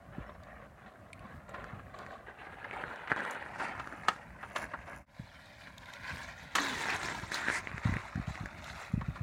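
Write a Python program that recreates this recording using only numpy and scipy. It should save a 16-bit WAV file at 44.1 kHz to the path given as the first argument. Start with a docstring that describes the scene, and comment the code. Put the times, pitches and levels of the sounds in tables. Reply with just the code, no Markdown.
"""Tyres crunch on gravel: a mountain bike rolls down a forest road and past, then a second ride passes
close by on a meadow track. The tyres grind countless small stones, pop larger ones aside, thump into
loose heaps and slide briefly; the chain jingles. A small bird calls far off in the hush of the forest,
and swirls of wind buffet the microphone, hardest at the end."""
import sys
import numpy as np
from scipy import signal
from scipy.fft import rfft, irfft
from scipy.io import wavfile
from scipy.ndimage import uniform_filter1d

SR = 44100
rng = np.random.default_rng(int(sys.argv[2]) if len(sys.argv) > 2 else 0)


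def wav_record(signal):
    """Record a signal, one row per channel, as 16-bit PCM in the file named by sys.argv[1]."""
    frames = np.transpose(np.atleast_2d(signal))
    bounded = np.clip(frames, -1, 1)
    # unit amplitude maps onto the largest positive 16-bit level
    quanta = np.round(bounded * 32767).astype(np.int16)
    wavfile.write(sys.argv[1], SR, quanta)


N = 406769
TIME = np.arange(N) / SR
BEND_S, BANK_S = 2.25, 3.45  # the first rider enters the bend, then climbs the bank
CHANGE_S = 5.058  # the first ride gives way to the second
PASS_S, AWAY_S = 6.551, 7.61  # the second rider reaches the loose gravel, then leaves it


def undb(db):
    """Turn decibels into a factor to multiply by."""
    return np.exp(np.asarray(db) * np.log(10) / 20)


def unit(x):
    """Scale to an average level (rms) of 1."""
    return x / np.sqrt(np.mean(x ** 2))


def peak(x):
    """Scale to a peak of 1."""
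    return x / np.abs(x).max()


def burst(x, size=176):
    """Scale a short sound so that its loudest few milliseconds have rms 1."""
    return x / np.sqrt(uniform_filter1d(x ** 2, size).max())


def add(out, start_s, x):
    """Mix a short sound into a longer one."""
    i = max(int(start_s * SR), 0)
    out[i:i + len(x)] += x[:len(out) - i]


def curves(table):
    """Join rows that begin with a time into one curve for each other column."""
    times, *columns = np.transpose(table)
    return [np.interp(TIME, times, column) for column in columns]


def walk(turns_per_s):
    """Random wandering with a spread near 1."""
    points = rng.standard_normal(4096)
    return np.interp(TIME * turns_per_s, np.arange(len(points)), points)


def clicks(per_s, spread_db):
    """Clicks at random moments, many weak and a few strong."""
    out = np.zeros(N)
    place, strength, side = rng.random((int(per_s * N / SR), 3)).T
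    level_db = -spread_db * np.log(strength + np.exp(-4))
    out[(place * N).astype(int)] = np.sign(side - .5) * undb(level_db)
    return out


def keep(x, side, hz, order):
    """Keep the "low" or the "high" side of a frequency, or the "band" between two."""
    return signal.sosfilt(signal.butter(order, hz, side, fs=SR, output="sos"), x)


def band(x, low_hz, high_hz, order=2):
    """Keep what lies between two frequencies; a higher order cuts more steeply."""
    return keep(x + 1e-18, "band", [low_hz, min(high_hz, .47 * SR)], order)


def ring(x, hz, q):
    """Make a sound ring at one pitch; a higher q rings longer."""
    return signal.lfilter(*signal.iirpeak(min(hz, .42 * SR), max(q, 1), fs=SR), x + 1e-18)


def colour(x, tone, size=4096):
    """Shape the bass and treble along rows of pitch_hz, level_db."""
    hz, db = np.transpose(tone)
    bins_hz = np.maximum(np.fft.rfftfreq(size, 1 / SR), 1)
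    gain = undb(np.interp(np.log(bins_hz), np.log(hz), db))
    # build the filter so that it never rings ahead of a click
    cepstrum = irfft(np.log(gain))
    cepstrum[1:size // 2] *= 2
    cepstrum[size // 2 + 1:] = 0
    response = irfft(np.exp(rfft(cepstrum)))
    return signal.oaconvolve(x, response)[:len(x)]


def air(level_db=-63):
    """The forest air makes a steady hush."""
    # tone of the hush: pitch_hz, level_db
    air_tone = [(180, -24.5), (300, -7.5), (430, -16), (587, 6), (913, -5.5), (1620, -12.5), (2300, -41.5),
                (4500, -27), (9000, -28), (15000, -35)]
    return undb(level_db) * unit(colour(rng.standard_normal(N), air_tone))


def bird(gain_db=-9.5, waver=0.017, flutter_db=3, echo_db=-2, echo_s=.18):
    """A far bird sings thin, wavering whistles, smeared by the trees between."""
    # whistles: start_s, length_s, start_hz, end_hz, level_db (before gain_db)
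    notes = [(0.259, .038, 5450, 5230, -63), (0.322, 0.03, 5440, 5280, -65), (5.28, 0.029, 3450, 3070, -52),
             (5.328, .055, 3150, 3050, -54.5)]
    song = np.zeros(N)
    for start_s, length_s, start_hz, end_hz, level_db in notes:
        progress = np.linspace(0, 1, int(length_s * SR))
        hz = start_hz + (end_hz - start_hz) * progress ** 2
        hz *= 1 + waver * walk(310)[:len(hz)]
        whistle = np.sin(2 * np.pi * np.cumsum(hz) / SR)
        add(song, start_s, undb(level_db) * np.sin(np.pi * progress) * whistle)
    song *= undb(flutter_db * walk(150))
    t = TIME[:SR // 2]
    scatter = rng.standard_normal(len(t)) * undb(-60 * t / echo_s)
    echo = signal.oaconvolve(song, scatter / np.linalg.norm(scatter))[:N]
    return undb(gain_db) * (song + undb(echo_db) * echo)


def wind_swirls(gain_db=6.5, lead_s=0.0012, wake_s=0.024, churn_s=0.0086):
    """Each swirl of wind is one swing of pressure at the microphone, with a churning wake."""
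    # swirls: time_s, peak_db (before gain_db), pitch_hz
    swirls = [(0.186, -34.5, 187), (1.737, -41, 135), (5.2, -37.5, 139), (7.236, -39.5, 115),
              (7.746, -37, 107), (7.859, -23.5, 128), (7.896, -26, 148), (7.928, -32, 148),
              (7.966, -32, 137), (8.16, -31, 140), (8.181, -32, 168), (8.2, -32, 158), (8.282, -32, 124),
              (8.31, -38, 126), (8.413, -36.5, 124), (8.439, -40.5, 193), (8.942, -24.5, 142),
              (8.98, -29, 154), (9.022, -36, 128), (9.088, -30, 117), (9.213, -32.5, 111)]
    out, t = np.zeros(N), TIME[:8192] - TIME[1024]
    for time_s, peak_db, hz in swirls:
        spread = (np.pi * hz * t) ** 2
        swing = (1 - 2 * spread) * np.exp(-spread)
        slow, fast = rng.standard_normal((2, len(t))) * (t > 0)
        wake = burst(band(slow * np.exp(-np.abs(t) / wake_s), 27, 118, order=3))
        churn = burst(band(fast * np.exp(-np.abs(t) / churn_s), 150, 410))
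        buffet = swing + undb(-13) * wake + undb(-28) * churn
        add(out, time_s + t[0] - lead_s, undb(peak_db + gain_db) * buffet)
    # the microphone's opening leaks the slowest pressure, so each swing overshoots
    return keep(out, "high", 45, order=3)


def breeze(gain_db=2.5, flutter_db=4.0, swell_db=1.5):
    """The breeze makes a low, fluttering rumble."""
    # strength of the breeze: time_s, level_db (before gain_db)
    strength = [(0, -59.5), (1.2, -58.5), (1.7, -57.5), (2.2, -60), (2.7, -57.5), (4.1, -59), (4.9, -56),
                (5.3, -62), (6.1, -57), (7.5, -55.5), (9.22, -53.5)]
    # tone of the rumble: pitch_hz, level_db
    rumble_tone = [(20, -51), (35, -14), (55, 0), (100, -2.5), (170, -4), (260, -11.5), (400, -26.5),
                   (900, -51.5)]
    gusts = rng.standard_normal(N) * undb(flutter_db * walk(22) + swell_db * walk(3.7))
    return unit(colour(gusts, rumble_tone)) * undb(curves(strength)[0] + gain_db)


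def tree_echo(x, echo_db=-21, echo_s=0.096):
    """Trunks and the bank add a faint, dull echo."""
    t = TIME[:SR // 2]
    scatter = band(rng.standard_normal(len(t)), 250, 3700, order=1)
    scatter *= undb(-60 * t / echo_s) * (t > .006)
    return x + undb(echo_db) * signal.oaconvolve(x, scatter / np.linalg.norm(scatter))[:N]


def road_echo(x, delay_s=0.002182, echo_db=-11, drift_octaves=0.36):
    """The road reflects the crunch a moment late; the delay drifts as the bike moves, shifting the tone."""
    late_s = delay_s * 2 ** (drift_octaves * walk(2))
    echo = undb(echo_db) * np.interp(TIME - late_s, TIME, x)
    return (x + echo) / np.hypot(1, undb(echo_db))


def chain():
    """On rough ground the links tick against the cogs and ring the thin steel."""
    # bouts of jingling: start_s, length_s, level_db
    rattles = [(3.284, 0.075, -65), (3.763, 0.33, -74), (4.39, 0.17, -70), (4.535, 0.13, -59),
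               (4.842, 0.2, -69), (8.595, 0.43, -74.5)]
    # ringing notes of the chain and cogs: pitch_hz, level_db
    steel_notes = [(5600, -1), (6150, 7), (7000, 8), (9600, 8), (9950, 4), (13000, 0)]
    ticks = clicks(per_s=330, spread_db=4)
    steel = unit(sum(undb(db) * unit(ring(ticks, hz, q=27)) for hz, db in steel_notes))
    shake = np.zeros(N)
    for start_s, length_s, level_db in rattles:
        add(shake, start_s, undb(level_db) * signal.windows.tukey(int(length_s * SR), .5))
    return steel * shake


def tread(start_s=6.565, length_s=.21, knob_hz=266, level_db=-43, wobble=0.0588, flutter_db=4):
    """The knobs of a hard-pressed tyre drum on the ground in a short growl."""
    load = np.zeros(N)
    add(load, start_s, undb(level_db) * signal.windows.tukey(int(length_s * SR), .5))
    load *= undb(flutter_db * walk(40))
    hz = knob_hz * (1 + wobble * walk(50))
    return load * np.sin(2 * np.pi * np.cumsum(hz) / SR)


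def slide(width_hz=230, spray_db=-10):
    """A tyre slides sideways: its knobs scrape in a rising rasp that ends in a spray of grit."""
    # the scrape: time_s, level_db, pitch_hz
    scrape = [(7.38, -47, 1537), (7.44, -38, 1675), (7.49, -39.5, 1707), (7.55, -33.5, 2000),
              (7.59, -43, 2040), (7.62, -80, 2000)]
    level_db, hz = curves(scrape)
    slips = clicks(per_s=2100, spread_db=3.0) * np.exp(2j * np.pi * rng.random(N))
    roughness = keep(slips, "low", width_hz, order=2)
    # move the roughness up to the pitch of the scrape
    rasp = unit(np.real(roughness * np.exp(2j * np.pi * np.cumsum(hz) / SR)))
    progress = (TIME - scrape[0][0]) / (scrape[-1][0] - scrape[0][0])
    grit = clicks(per_s=3000, spread_db=2)
    spray = unit(band(grit, 4200, 9100, order=3)) * 2 * progress ** 2
    return (rasp + undb(spray_db) * spray) * undb(level_db) * (progress > 0) * (progress < 1)


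def chips(rise_s=0.00033):
    """A hard chip of stone chatters against another and rings with a few short notes."""
    # clinks: start_s, peak_db, pitch_hz, contact_s
    clinks = [(0.4345, -48, 3900, .0014), (1.1305, -35.5, 2310, 0.0025), (1.193, -46, 2560, 0.0035),
              (1.492, -50.5, 7200, 0.0039), (1.988, -43, 4300, 0.0015), (3.309, -35, 6900, 0.0032),
              (5.457, -52, 3900, 0.0032), (5.78, -38, 3670, 0.0021), (5.857, -46, 3740, 0.0018),
              (5.935, -39, 3600, .0022), (6.16, -42, 4590, 0.0022), (6.903, -33, 4200, 0.0046),
              (6.962, -34.5, 6200, 0.0039), (7.056, -32.5, 5230, 0.0017), (7.3426, -25, 4080, 0.003),
              (8.642, -36, 3850, 0.0014)]
    # ringing notes of a chip: pitch_ratio, level_db
    chip_notes = [(1, 0.5), (1.65, -6), (3.7, -7.5)]
    out, t = np.zeros(N), TIME[:2048]
    for start_s, peak_db, hz, contact_s in clinks:
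        contact = rng.standard_normal(len(t)) * (1 - np.exp(-t / rise_s)) * np.exp(-t / contact_s)
        clink = 0
        for ratio, level_db in chip_notes:
            note = ring(ring(contact, hz * ratio, q=6), hz * ratio, q=2)
            clink += undb(level_db) * peak(note)
        add(out, start_s, undb(peak_db) * peak(band(clink, 1400, 12000)))
    return out


def slams(spill_db=-20, spill_s=0.012):
    """A tyre crushes a heap of stones: a crunch, a hard clack, a spit of grit and a rubbery thud."""
    # hits: start_s, level_db, pitch_hz, grit_db (more gives more spit and clack), rise_s, decay_s
    hits = [(1.541, -39.5, 1460, -33, 0.00051, 0.011), (2.643, -38, 1630, -57, 0.00068, 0.0056),
            (3.073, -38.5, 1840, -33, 0.0009, 0.0062), (3.594, -34.5, 1630, -31, 0.0055, 0.015),
            (3.794, -34.5, 1340, -24.5, 0.0015, 0.0067), (4.083, -18.5, 1590, -19, 0.00087, 0.0037),
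            (4.426, -38, 1180, -63, 0.0034, 0.01), (4.559, -28, 1500, -16, 0.0017, 0.0054),
            (4.733, -33.5, 1160, -74, 0.0044, 0.0066), (6.551, -23.5, 1500, -6, 0.0014, 0.0085),
            (6.583, -27, 2010, -35, 0.00069, 0.0039), (9.009, -38.5, 1040, -31, 0.0031, 0.0044),
            (9.155, -41, 1200, -27, 0.00096, 0.008)]
    out, t = np.zeros(N), TIME[:8192]
    for start_s, level_db, hz, grit_db, rise_s, decay_s in hits:
        # the heap gives way, then a few stones spill after
        spill = undb(spill_db) * np.exp(-t / spill_s)
        force = (1 - np.exp(-t / rise_s)) ** 2 * (np.exp(-t / decay_s) + spill)
        coarse, medium, fine, rubber = force * rng.standard_normal((4, len(t)))
        crunch = burst(band(ring(coarse, hz, q=1.46), 520, 1740))
        clack = undb(grit_db / 2 - 2) * burst(band(ring(medium, 2800, q=2.6), 1250, 5100))
        spit = undb(grit_db - 3) * burst(band(ring(fine, 6600, q=3.7), 3400, 16600))
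        thud = undb(-14) * burst(band(rubber, 143, 740))
        add(out, start_s, undb(level_db) * burst(crunch + clack + spit + thud))
    return out


def rolling_db():
    """Plain rolling grows and fades as each rider nears and leaves."""
    # base level of each ride's crunch: time_s, level_db
    first_ride = [(0, -57), (.7, -58), (1.4, -56.5), (2.25, -57), (2.65, -51.5), (3.2, -46.5),
                  (3.98, -46.5), (4.33, -53.5), (4.8, -50.5), (5.05, -62)]
    second_ride = [(5.06, -56.5), (5.75, -53), (6.1, -44.5), (6.5, -50.5), (6.8, -40.5), (7.12, -42.5),
                   (7.23, -48), (7.45, -42), (7.65, -48), (7.88, -44.5), (8.05, -48.5), (8.8, -49),
                   (9.0, -56), (9.22, -50.5)]
    return np.where(TIME < CHANGE_S, curves(first_ride)[0], curves(second_ride)[0])


def stray_pops(per_s=2.8, above_db=8, spread_db=5, pitch_hz=1500, spread_octaves=0.22, snap_db=-18):
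    """List random pops of lesser stones; they follow the rolling level, from the bend onward."""
    place, size, pitch = rng.random((int(per_s * N / SR), 3)).T
    at = (place * N).astype(int)
    peaks_db = rolling_db()[at] + above_db + spread_db * (2 * size - 1)
    pitches_hz = pitch_hz * 2 ** (spread_octaves * (2 * pitch - 1))
    return [(s, db, hz, snap_db) for s, db, hz in zip(TIME[at], peaks_db, pitches_hz) if s > BEND_S]


def popping_stones(snap_s=0.0025, skitter_db=-20, skitter_s=0.012):
    """A stone pops out against a neighbour and skitters: two dull knocks, a snap and a thud of the tyre."""
    # stones squeezed from under a tyre: start_s, peak_db, pitch_hz, snap_db (more is sharper)
    pops = [(1.642, -33, 1500, -13), (2.064, -34, 1730, -16), (2.711, -26.5, 2160, -26),
            (2.761, -32, 1260, -34), (2.838, -22.5, 1490, -37), (2.959, -36, 1440, -10),
            (3.117, -11, 1560, -34), (3.124, -18, 1500, -34), (3.162, -23, 1460, -21),
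            (3.204, -24, 1550, -19), (3.25, -27, 1150, -17.5), (3.412, -37, 1840, -23),
            (3.425, -30, 1800, -24), (3.462, -29.5, 1500, -30), (3.616, -24, 1320, -28),
            (3.873, -28, 1290, -17), (3.925, -31, 1490, -22), (4.118, -33, 1080, -17),
            (4.162, -36, 1500, -16), (4.641, -28.5, 1660, -32), (5.672, -35, 1780, -19),
            (6.171, -32, 2050, -14), (6.856, -24, 1570, -20), (6.886, -22, 1650, -26),
            (7.014, -29, 1700, -7), (7.086, -24.5, 1620, -24), (7.198, -32, 1710, -4),
            (7.318, -20.5, 1700, -14), (7.484, -15.5, 1630, -32), (7.5, -16, 1730, -26),
            (7.672, -21.5, 1980, -25), (7.715, -29, 1810, -27), (7.78, -24, 1770, -19),
            (7.939, -23.5, 1800, -15), (7.968, -22, 1920, -28), (8.157, -32, 1540, -13),
            (8.355, -29, 1900, -15), (8.458, -27.5, 1660, -14)]
    out, t = np.zeros(N), TIME[:4096]
    for start_s, peak_db, hz, snap_db in list(pops) + stray_pops():
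        skitter = rng.standard_normal(len(t)) * np.exp(-t / skitter_s) / np.sqrt(SR / 1000)
        push = 1. * (t == 0) + undb(skitter_db) * skitter
        ring_scatter, octaves_apart = rng.uniform(-1, 1, 2)
        q = 2.4 * np.exp(.3 * ring_scatter)  # stones hardly ring
        stone = peak(ring(ring(push, hz, q), hz, q))
        neighbour = undb(-7) * peak(ring(push, hz * 2 ** octaves_apart, q))
        knock = peak(band(stone + neighbour, 500, 1.6 * hz, order=5))
        crack = rng.standard_normal(len(t)) * np.exp(-t / snap_s)
        snap = undb(snap_db - 1) * peak(band(crack, 2200, 6900))
        thud = undb(-11) * peak(band(push, 83, 540))
        add(out, start_s, undb(peak_db) * peak(knock + snap + thud))
    return out


def pebbles(per_s=300, spread_db=3.5, low_hz=900, high_hz=7500, ring_s=0.0021, crack_s=0.00091):
    """Middling stones crack one by one, each with three short notes of its own."""
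    out, t = np.zeros(N), TIME[:768]
    for place, size, *pitches in rng.random((int(per_s * N / SR), 5)):
        notes_hz = [low_hz * (high_hz / low_hz) ** pitch for pitch in pitches]
        notes = sum(np.sin(2 * np.pi * hz * t) for hz in notes_hz) * np.exp(-t / ring_s)
        crack = rng.standard_normal(len(t)) * np.exp(-t / crack_s)
        level_db = -spread_db * np.log(size + np.exp(-3))
        add(out, place * N / SR, undb(level_db) * (unit(notes) + undb(-3) * unit(crack)))
    return unit(out)


def gravel(patchy_db=4.0, drift_db=2.5, clump_db=2.8):
    """Stones of many sizes knock together and ring briefly, among cracking pebbles and a wash of sand."""
    stones = 0
    for hz in np.geomspace(200, 15500, 30):
        # small stones are more numerous and ring higher; each size comes and goes in patches
        contacts = clicks(per_s=400 * (hz / 1000) ** .7, spread_db=3.2)
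        contacts *= undb(patchy_db * walk(60) + drift_db * walk(11))
        stones += np.sqrt(hz) * unit(ring(contacts, hz, q=9))
    cracks = undb(-14) * unit(clicks(per_s=380, spread_db=3.5))
    grains = unit(stones) + undb(-6.5) * pebbles() + cracks
    sand = undb(-13) * rng.standard_normal(N)
    # the tread bites into the ground in uneven clumps
    return unit((grains + sand) * undb(clump_db * np.tanh(walk(34))))


def loose_patches(bite_s=0.011, sag_db=3, release_s=0.029):
    """Extra crunch and grit power as a tyre bites into loose gravel, packs it down and rolls clear."""
    # patches of loose gravel: start_s, length_s, crunch_db, grit_db
    patches = [(0.118, 0.2, -51.5, -77), (0.46, 0.18, -54, -78), (0.857, 0.018, -47.5, -65.5),
               (1.201, 0.14, -53.5, -74), (1.475, 0.03, -48.5, -64), (1.53, 0.26, -46.5, -68.5),
               (1.932, 0.21, -48.5, -64.5), (2.256, 0.038, -49, -73), (2.378, 0.15, -48, -67.5),
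               (2.721, 0.26, -43.5, -62.5), (3.092, 0.023, -34, -51), (3.162, 0.2, -41, -59),
               (3.578, 0.082, -38.5, -55), (3.673, 0.05, -38.5, -61), (4.072, 0.063, -42, -55.5),
               (4.546, 0.081, -40, -58.5), (4.86, 0.098, -46.5, -69), (5.431, 0.22, -58, -62),
               (6.021, 0.26, -46.5, -56.5), (6.554, 0.27, -37.5, -43), (6.884, 0.066, -34, -43.5),
               (7.016, 0.17, -39.5, -45.5), (7.31, 0.052, -35.5, -40.5), (7.402, 0.18, -39.5, -54),
               (7.823, 0.1, -48, -53), (8.261, 0.089, -47, -51), (8.619, 0.25, -48.5, -53)]
    crunch_power, grit_power = np.zeros((2, N))
    for start_s, length_s, crunch_db, grit_db in patches:
        t = TIME[:int((length_s + 6 * release_s) * SR)]
        bite = np.minimum(t / bite_s, 1) * undb(-sag_db * np.minimum(t / length_s, 1))
        force = bite * np.exp(-np.maximum(t - length_s, 0) / release_s)
        add(crunch_power, start_s, (force * undb(crunch_db)) ** 2)
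        add(grit_power, start_s, (force * undb(grit_db)) ** 2)
    return crunch_power, grit_power


def tyres():
    """Under rolling tyres coarse stones crunch low and fine grit hisses high; both swell in loose patches."""
    # tone of the ground on each stretch: pitch_hz, level_db
    descent_tone = [(110, -38), (190, 4.5), (290, -6.5), (430, -7.5), (600, 2), (740, 0), (900, -13),
                    (1080, -1.5), (1300, -7.5), (1750, -6), (2400, -15.5), (4000, -24), (5200, -41),
                    (7500, -38), (15000, -56)]
    bend_tone = [(100, -26), (160, -1.5), (430, -4), (780, 2), (1100, -4), (1650, 1.5), (2400, -8.5),
                 (3100, -11.5), (4200, -21), (5100, -36), (9500, -32.5), (12000, -45)]
    bank_tone = [(100, -22.5), (200, 0), (290, -1), (430, -9), (700, 2.5), (1100, -4), (1800, -1.5),
                 (2700, -11), (3300, -19.5), (4400, -24), (5200, -26), (9800, -30.5), (12000, -47)]
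    approach_tone = [(150, -51), (250, -1.5), (390, -15.5), (680, -4.5), (984, 0), (1270, -14.5), (1390, 0),
                     (2400, -2), (2660, -10.5), (3750, -5.5), (5460, -16.5), (15000, -34)]
    pass_tone = [(110, -33), (180, -5), (265, -4), (517, -9), (780, -3.5), (920, -2), (1230, -6), (1750, 0),
                 (2890, -11.5), (3810, -12.5), (4850, -21.5), (6900, -21), (10000, -32.5), (11800, -40)]
    away_tone = [(190, -37), (330, -3), (500, -9), (630, 0.5), (1050, 0.5), (1280, 0), (2010, 0.5),
                 (2550, -2.5), (3100, -18.5), (3800, -16.5), (4900, -27.5), (6970, -27), (15000, -49.5)]
    grains = gravel()
    blurred = unit(grains + undb(-12.5) * rng.standard_normal(N))  # from afar the grains run together
    # texture, start_s, end_s, tone, crunch_db, grit_db (both added to the rolling level)
    stretches = [(blurred, 0, BEND_S, descent_tone, -1, -21.5),
                 (grains, BEND_S, BANK_S, bend_tone, 0, -19),
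                 (grains, BANK_S, CHANGE_S, bank_tone, -1, -21),
                 (grains, CHANGE_S, PASS_S, approach_tone, -2.5, -12),
                 (grains, PASS_S, AWAY_S, pass_tone, 0.5, -8.5),
                 (grains, AWAY_S, N / SR, away_tone, -0.5, -12)]
    loose_crunch, loose_grit = loose_patches()
    out, roll_db = np.zeros(N), rolling_db()
    for texture, start_s, end_s, tone, crunch_db, grit_db in stretches:
        ground = colour(texture, tone)
        coarse = keep(ground, "low", 3200, order=5) / np.std(band(ground, 555, 3900))
        fine = unit(band(ground, 3470, .47 * SR, order=5))
        crunch = coarse * np.sqrt(undb(roll_db + crunch_db) ** 2 + loose_crunch)
        grit = fine * np.sqrt(undb(roll_db + grit_db) ** 2 + loose_grit)
        on_stretch = uniform_filter1d(1. * ((TIME >= start_s) & (TIME <= end_s)), size=200)
        out += on_stretch * (crunch + grit)
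    return out


def scene(fade_out_s=0.062, fade_in_s=0.1):
    """Mix the bikes, bird, air and wind; all of it dips briefly between the two rides."""
    bikes = road_echo(tyres()) + popping_stones() + chips() + slams() + slide() + chain() + tread()
    mix = tree_echo(bikes + bird()) + air() + wind_swirls() + breeze()
    dip = np.maximum((CHANGE_S - TIME) / fade_out_s, (TIME - CHANGE_S) / fade_in_s)
    return (mix * np.minimum(dip, 1))[None]


def record(dry, top_hz=15950):
    """Cut off the very highest treble."""
    return signal.sosfilt(signal.ellip(10, .2, 70, top_hz, fs=SR, output="sos"), dry)


dry = scene()
out = record(dry)
wav_record(out)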